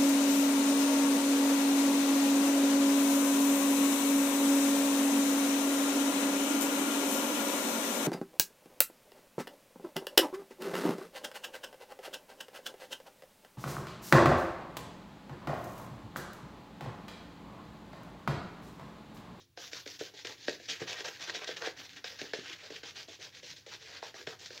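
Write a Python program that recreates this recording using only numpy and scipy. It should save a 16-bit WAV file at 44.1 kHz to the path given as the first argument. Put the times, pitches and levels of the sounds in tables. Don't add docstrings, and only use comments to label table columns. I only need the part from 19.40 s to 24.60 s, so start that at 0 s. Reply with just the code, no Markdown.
import sys
import numpy as np
from scipy import signal
from scipy.fft import rfft, irfft, next_fast_len
from scipy.io import wavfile
from scipy.ndimage import uniform_filter1d, map_coordinates

SR = 44100
rng = np.random.default_rng(int(sys.argv[2]) if len(sys.argv) > 2 else 0)


def store_wav(level_fs):
    pcm = np.round(np.clip(np.atleast_2d(level_fs), -1, 1) * 32767)
    wavfile.write(sys.argv[1], SR, pcm.T.astype(np.int16))


N = 229299


def rubbing():
    rub_db, squelch_db, fizz_db = strokes()
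    tufts = amp(1.43 * wobble(rate_hz=130))
    flicks = bristles(rub_db, tufts)
    return flicks + fizz(fizz_db) + squelch(squelch_db, tufts) + skin(rub_db) + bubbles(rub_db)


# (time [s], rise [s], hold [s], level [dB], change over hold [dB], squelch re rub [dB], fizz re rub [dB])
STROKES = [ (0.0, 0.0018, 0.023, -61, -2, -15.5, -28), (0.163, 0.047, 0.074, -48, -5, -2.5, -17.5),
           (0.308, 0.031, 0.068, -49.5, 0, -5, -17), (0.458, .002, .1, -48, -5, -8.5, -18),
           (0.59, 0.0038, 0.081, -44, -8.5, -3.5, -20), (0.737, .004, 0.071, -57, 7.5, -10, -25),
           (0.846, 0.0025, 0.097, -44, -9, -3.5, -23), (0.962, 0.051, 0.058, -53.5, 3, -7, -28),
           (1.075, .002, .075, -43.5, -5, -9.5, -25), (1.193, .005, 0.063, -56, 4.5, -27, -28),
           (1.274, 0.037, .064, -36, -14.5, -6, -28), (1.385, 0.036, 0.013, -42, -3.5, -3, -28),
           (1.455, 0.044, 0.035, -40.5, -2, 2, -28), (1.548, 0.051, 0.007, -42, -1, 1, -26),
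           (1.642, 0.0082, 0.042, -39, -4.5, -0.5, -23), (1.714, 0.038, 0.015, -49.5, -1, -2, -23),
           (1.789, 0.037, 0.036, -40.5, -9.5, 1, -28), (1.856, 0.038, 0.01, -43.5, 0.5, -0.5, -30),
           (1.934, 0.016, 0.019, -40, -0.5, -3.5, -29), (1.989, 0.026, 0.028, -47.5, -0.5, 3, -29),
           (2.059, 0.028, 0.055, -41.5, -8.5, -1, -28), (2.161, 0.006, 0.014, -42, -1, -2.5, -25),
           (2.199, 0.018, .055, -46.5, 9, 0.5, -32), (2.361, 0.019, 0.022, -50, 3, -1, -18),
           (2.419, 0.025, 0.013, -49.5, 1.5, -8.5, -22), (2.49, 0.0046, 0.089, -52, -7, -12, -25),
           (2.561, 0.0086, 0.01, -46.5, -3.5, 2, -28), (2.641, 0.0019, 0.17, -42.5, -17.5, -4.5, -22.5),
           (2.786, 0.0064, 0.13, -42.5, -15, -6, -26), (2.933, 0.0022, 0.086, -41.5, -10, -1, -36),
           (3.006, 0.063, 0.068, -47.5, 1, -3.5, -27), (3.142, 0.11, 0.025, -51.5, 0, -2, -28),
           (3.299, .003, 0.067, -53, 7.5, -3.5, -26), (3.43, 0.0025, 0.07, -49.5, 2, -6, -27),
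           (3.537, 0.042, 0.034, -48, 3, -5, -25), (3.675, 0.0074, 0.066, -52, 1.5, -8, -28),
           (3.79, 0.034, 0.042, -47, -1.5, -6.5, -26), (3.921, 0.037, 0.032, -53.5, 1, -7.5, -29),
           (4.027, .003, 0.09, -52.5, 5.5, -13, -25), (4.159, .009, .028, -52, -3.5, -18, -24),
           (4.263, .001, 0.082, -54.5, 8, -6.5, -26), (4.385, 0.053, 0.15, -52.5, 3, -0.5, -32),
           (4.621, .004, 0.061, -50, 0.5, 0, -25), (4.74, 0.0027, 0.074, -52, 1.5, -4.5, -22),
           (4.867, .003, 0.064, -49.5, -3.5, 2.5, -21), (4.988, 0.011, 0.072, -51, 1, -8, -25),
           (5.099, 0.0036, 0.072, -57, 6.5, -1.5, -22)]


def strokes(release_db_per_s=441, trail_db=-69, trail_wet_db=-5.5, trail_from_s=0.17):
    t = np.arange(N) / SR
    trailing = amp(trail_db) * (t > trail_from_s)
    power = np.outer([1, amp(trail_wet_db), 0], trailing) ** 2 + 1e-12
    for time_s, rise_s, hold_s, db, change_db, wet_db, fizz_db in STROKES:
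        start = round(time_s * SR)
        span = slice(start, start + SR // 2)
        age_s = t[span] - t[start]
        attack = np.sin(np.pi / 2 * np.clip(age_s / rise_s, 0, 1) ** 1.2)
        progress = np.clip((age_s - rise_s) / hold_s, 0, 1)
        release_db = release_db_per_s * np.maximum(age_s - rise_s - hold_s, 0)
        level = attack * amp(db + change_db * progress - release_db)
        power[:, span] += np.outer(amp([0, wet_db, fizz_db]), level) ** 2
    return 10 * np.log10(power)


# (frequency [Hz], level [dB])
BRISTLE_SPECTRUM = [(500, -22.5), (900, -15), (1250, -18), (1700, -2.5), (2200, -2), (2800, -2), (3600, 0),
                    (4700, -2.5), (6000, -5), (7000, -11.5), (8600, -30), (15800, -41.5)]
# (time [s], treble boost and bass cut [dB])
BRISTLE_TILT = [(0.3, 4), (0.6, 3), (1.35, 0), (1.65, 0.5), (2.2, 0), (2.5, 0), (3.1, -1), (3.6, 0.5),
                (4.1, 1.5), (4.45, 0), (5.0, 3)]


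def bristles(rub_db, tufts, crossover_hz=3200):
    snaps = amp(-7.5) * grains(rate_hz=130, spread_db=4)
    impacts = tufts * grains(rate_hz=9000, spread_db=1.5) + snaps
    flicks = patchy(coloured(impacts, BRISTLE_SPECTRUM), depth_db=1.66)
    dull = signal.sosfiltfilt(signal.butter(2, crossover_hz, fs=SR, output="sos"), flicks)
    tilt_db = np.interp(np.arange(N) / SR, *np.transpose(BRISTLE_TILT))
    return amp(rub_db - 1) * (amp(-tilt_db) * dull + amp(tilt_db) * (flicks - dull))


# (frequency [Hz], level [dB])
SQUELCH_SPECTRUM = [(200, -26.5), (330, -10.5), (480, 0), (750, -1.5), (1100, -3.5), (1650, 3.5),
                    (2200, -4.5), (3300, -5), (6000, -17.5), (9000, -40.5)]


def squelch(drive_db, tufts):
    foam = coloured(tufts * grains(rate_hz=1200, spread_db=1.5), SQUELCH_SPECTRUM)
    return amp(drive_db - 3.5) * patchy(foam, depth_db=3.5)


# (frequency [Hz], level [dB])
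FIZZ_SPECTRUM = [(5000, -20), (8000, -10), (9500, -6.5), (12000, 0.5), (15500, 1)]


def fizz(drive_db):
    return uniform_filter1d(amp(drive_db), size=2400, origin=650) * noise(FIZZ_SPECTRUM)


# (frequency [Hz], level [dB])
SKIN_SPECTRUM = [(40, -55.5), (80, -5), (120, 5), (200, -4), (300, 9), (480, -1.5), (750, -18), (1300, -25)]


def skin(rub_db):
    return amp(0.38 * rub_db - 55 + 3.14 * wobble(rate_hz=15)) * noise(SKIN_SPECTRUM)


def bubbles(rub_db, count=420):
    out, t = np.zeros(N), np.arange(SR // 40) / SR
    for when, height, softness in rng.random((count, 3)):
        hz = 320 * 14 ** height
        level_db = rub_db[int(when * N)] + 10.5 - 14 * softness + 3 * height
        add(out, when * N / SR, amp(level_db) * soft_ring(t, hz, width_hz=0.24 * hz))
    return out


# (time [s], level [dB], relative thump [dB], relative smack [dB], pocket pitch [Hz])
SLAPS = [(0.173, -33, -16, -12.5, 543), (0.33, -27, -26, -15, 444), (0.461, -30.5, -19, -15, 440),
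         (0.609, -27, -14, -16.5, 444), (0.736, -49.5, -8, -23, 500), (0.848, -26.5, -20.5, -14, 524),
         (1.081, -19.5, -14, -10.5, 462), (1.198, -40.5, -14.5, -13, 458), (1.415, -25.5, -16, -27, 433),
         (1.605, -32, -15, -7.5, 486), (1.895, -27.5, -22.5, -5.5, 560), (1.95, -30.5, -21.5, -12, 525),
         (2.017, -39.5, -11.5, -9, 505), (2.089, -27.5, -13.5, -14, 547), (2.22, -33.5, -13.5, -6.5, 513),
         (2.271, -23, -17, -35, 517), (2.642, -31, -17.5, -7.5, 594), (2.814, -32, -11, -21, 448),
         (2.934, -21, -18, -12.5, 452), (2.985, -36, -13, -18, 327), (3.302, -34.5, -13.5, -14.5, 405),
         (3.432, -31, -22, -13.5, 460), (3.682, -44.5, -8, -21, 450), (3.789, -45.5, -14, -19, 410),
         (4.029, -43, -11.5, -28, 437), (4.263, -48.5, -5, -23, 560), (4.626, -30.5, -10.5, -15.5, 648),
         (4.741, -37, -16.5, -11, 507), (4.812, -40.5, -18, -6.5, 436), (4.871, -28, -15.5, -9, 480),
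         (5.104, -33.5, -19.5, -14, 418)]
# (frequency [x pitch], width [Hz], level [dB])
POCKET_MODES = [(.66, 114, -3.5), (.92, 127, 0), (1.33, 191, 2)]
# (frequency [Hz], level [dB])
SMACK_SPECTRUM = [(250, -42), (750, -3), (1100, 0.5), (1650, 18), (2400, 8.5), (3600, 6.5), (5500, 5.5),
                  (7200, -37), (9000, -53), (15000, -47)]


def slaps(slurp_t60_s=0.089, spatter_t60_s=0.022):
    out, t = np.zeros(N), np.arange(SR // 10) / SR
    for time_s, db, thump_db, smack_db, pitch_hz in SLAPS:
        pocket = np.zeros(len(t))
        for k, (ratio, width_hz, mode_db) in enumerate(POCKET_MODES):
            ring = soft_ring(t, ratio * pitch_hz, width_hz)
            pocket += (-1) ** k * amp(mode_db + rng.standard_normal()) * ring
        seep = 0.021 * amp(-0.55 * (db + 25))
        thump = signal.fftconvolve(burst(t, seep, slurp_t60_s), pocket)
        smack = signal.fftconvolve(burst(t, 0.15, spatter_t60_s), click(SMACK_SPECTRUM))
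        onset_s = time_s + 0.001418
        add(out, onset_s, amp(db + thump_db + 27.5) * thump / np.linalg.norm(thump))
        add(out, onset_s, amp(db + smack_db + 22.5) * smack / np.linalg.norm(smack))
    return out


# (time [s], level [dB])
TICKS = [(0.3322, -24.5), (0.4756, -26.5), (0.79, -31.5), (0.87, -22), (1.0938, -23.5), (1.529, -23.5),
         (2.0436, -23), (2.261, -25), (2.8145, -22.5), (4.0306, -38), (4.2635, -37.5), (4.3367, -30),
         (5.059, -29), (5.1762, -27.5)]


def ticks():
    out, t = np.zeros(N), np.arange(SR // 40) / SR
    for time_s, db in TICKS:
        tick = signal.fftconvolve(burst(t, tail_gain=0.16, t60_s=0.021), click(BRISTLE_SPECTRUM))
        add(out, time_s + 0.00106, amp(db - 2.5) * tick / np.abs(tick).max())
    return out


# (time [s], level [dB])
THUDS = [(0.603, -55.5), (1.414, -44.5), (2.819, -55), (2.984, -58), (3.303, -59), (4.871, -50.5)]


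def thuds():
    out, t = np.zeros(N), np.arange(SR // 6) / SR
    for time_s, db in THUDS:
        add(out, time_s, amp(db + 16.5) * soft_ring(t, hz=131.6, width_hz=53))
    return out


# (frequency [Hz], level [dB])
ROOM_SEND = [(100, -4.5), (500, 4.5), (1800, -4), (4000, -7), (14000, -1)]
# (frequency [Hz], t60 [s])
ROOM_DECAY = [(150, 0.47), (500, 0.21), (2000, 0.41), (6000, 0.33), (14000, 0.57)]
# (frequency [Hz], level [dB], t60 [s])
ROOM_MODES = [(114, -6, 0.46), (168.3, 6.5, 0.26), (286, -5.5, .35), (393, -16.5, 0.14), (448.3, 6, 0.13),
              (494, 1.5, 0.2), (641, -9.5, 0.2), (740, -12, 0.35), (1572, 10, 0.028), (1690, -25, .3),
              (1880, 5.5, 0.1)]


def bathroom(x, tail_db, modes_db, segments=48):
    t, out, hop = np.arange(SR // 2) / SR, np.zeros(N), N // segments
    for centre in range(0, N, hop):
        hz, age_s, bins = signal.stft(rng.standard_normal(len(t)), SR, nperseg=256)
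        fade_db = along(ROOM_SEND, hz)[:, None] - 60 * age_s / along(ROOM_DECAY, hz)[:, None]
        tail = signal.istft(bins * amp(fade_db), SR, nperseg=256)[1][:len(t)]
        tail *= (1 + 0.76 * np.exp(-t / 0.028)) * (t > 0.002)
        crossfade = np.clip(1 - np.abs(np.arange(N) - centre) / hop, 0, 1)
        first = max(centre - hop, 0)
        piece = (x * np.sqrt(crossfade))[first:centre + hop]
        add(out, first / SR, signal.fftconvolve(piece, tail / np.linalg.norm(tail)))
    modes = sum(amp(db - 60 * t / t60_s) * np.cos(2 * np.pi * hz * t) for hz, db, t60_s in ROOM_MODES)
    ringing = signal.fftconvolve(x, modes / np.linalg.norm(modes))[:N]
    return amp(tail_db) * out + amp(modes_db) * ringing


# (frequency [Hz], level [dB])
RUMBLE_SPECTRUM = [(20, -8), (40, -10), (65, -3.5), (95, 4), (120, 1.5), (170, -13), (350, -34.5),
                   (900, -31), (2500, -39)]
# (frequency [Hz], level [dB])
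AIR_SPECTRUM = [(300, -2.5), (1000, -5), (1400, -7), (3500, -5), (7000, -10), (9000, -21)]
# (frequency [Hz], level [dB])
HISS_SPECTRUM = [(500, -9), (2000, -19.5), (6000, -16), (8500, -1), (11000, 8), (13500, 3), (16000, 13)]


def background():
    rumble = amp(-71.5) * noise(RUMBLE_SPECTRUM)
    air = amp(-76.5) * noise(AIR_SPECTRUM)
    shared, left, right = (noise(HISS_SPECTRUM) for _ in range(3))
    return rumble + air + amp(-81.5) * shared + amp(-75.5) * np.array([left, right])


def amp(db):
    return 10 ** (np.asarray(db) / 20)


def unit(x):
    return x / np.sqrt(np.mean(x ** 2) + 1e-20)


def along(points, hz):
    knots_hz, values = np.transpose(points)
    return np.interp(np.log(hz + 1), np.log(knots_hz), values)


def add(track, time_s, sound):
    start = round(time_s * SR)
    part = track[start:start + len(sound)]
    part += sound[:len(part)]


def wobble(rate_hz):
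    knots = rng.standard_normal(int(N * rate_hz / SR) + 4)
    return map_coordinates(knots, [np.arange(N) * rate_hz / SR])


def click(spectrum, size=4096):
    magnitude = amp(along(spectrum, np.fft.rfftfreq(size, 1 / SR)))
    cepstrum = irfft(np.log(magnitude))
    cepstrum[1:size // 2] *= 2
    cepstrum[size // 2 + 1:] = 0
    return irfft(np.exp(rfft(cepstrum)))


def coloured(x, spectrum):
    return unit(signal.fftconvolve(x, click(spectrum))[:N])


def noise(spectrum):
    return coloured(rng.standard_normal(N), spectrum)


def grains(rate_hz, spread_db):
    hit = rng.random(N) < rate_hz / SR
    size_db = spread_db * np.clip(rng.standard_normal(N), -2.5, 2.5)
    return unit(hit * rng.choice([-1, 1], N) * amp(size_db))


def burst(t, tail_gain, t60_s):
    out = tail_gain * rng.standard_normal(len(t)) * amp(-60 * t / t60_s)
    out[0] = 1
    return out


def soft_ring(t, hz, width_hz):
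    envelope = np.exp(-np.pi * width_hz * t) * (1 - np.exp(-t * hz)) ** 2
    return np.gradient(envelope * np.sin(2 * np.pi * hz * t)) * SR / (2 * np.pi * hz)


def patchy(x, depth_db):
    bins = signal.stft(x, nperseg=512)[2]
    field = rng.standard_normal(bins.shape)
    for _ in range(2):
        field = uniform_filter1d(uniform_filter1d(field, size=7, axis=0), size=4, axis=1)
    return unit(signal.istft(bins * amp(depth_db * unit(field)), nperseg=512)[1][:N])


def scene():
    brush = rubbing() + slaps() + thuds() + ticks()
    return amp(1.5) * brush + bathroom(brush, tail_db=-4.5, modes_db=-18.5) + background()


# (frequency [Hz], gain [dB])
MIC_RESPONSE = [(20, -14), (50, -5.5), (90, 1), (170, 3), (205, 3.5), (270, 2), (600, -2.5), (16000, 0)]


def record(dry, cutoff_hz=15800):
    size = next_fast_len(N + SR // 2)
    heard = signal.fftconvolve(dry, click(MIC_RESPONSE)[None], axes=1)
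    passband = np.fft.rfftfreq(size, 1 / SR) < cutoff_hz
    return irfft(rfft(heard, size) * passband, size)[:, :N]


dry = scene()
out = record(dry)
store_wav(out)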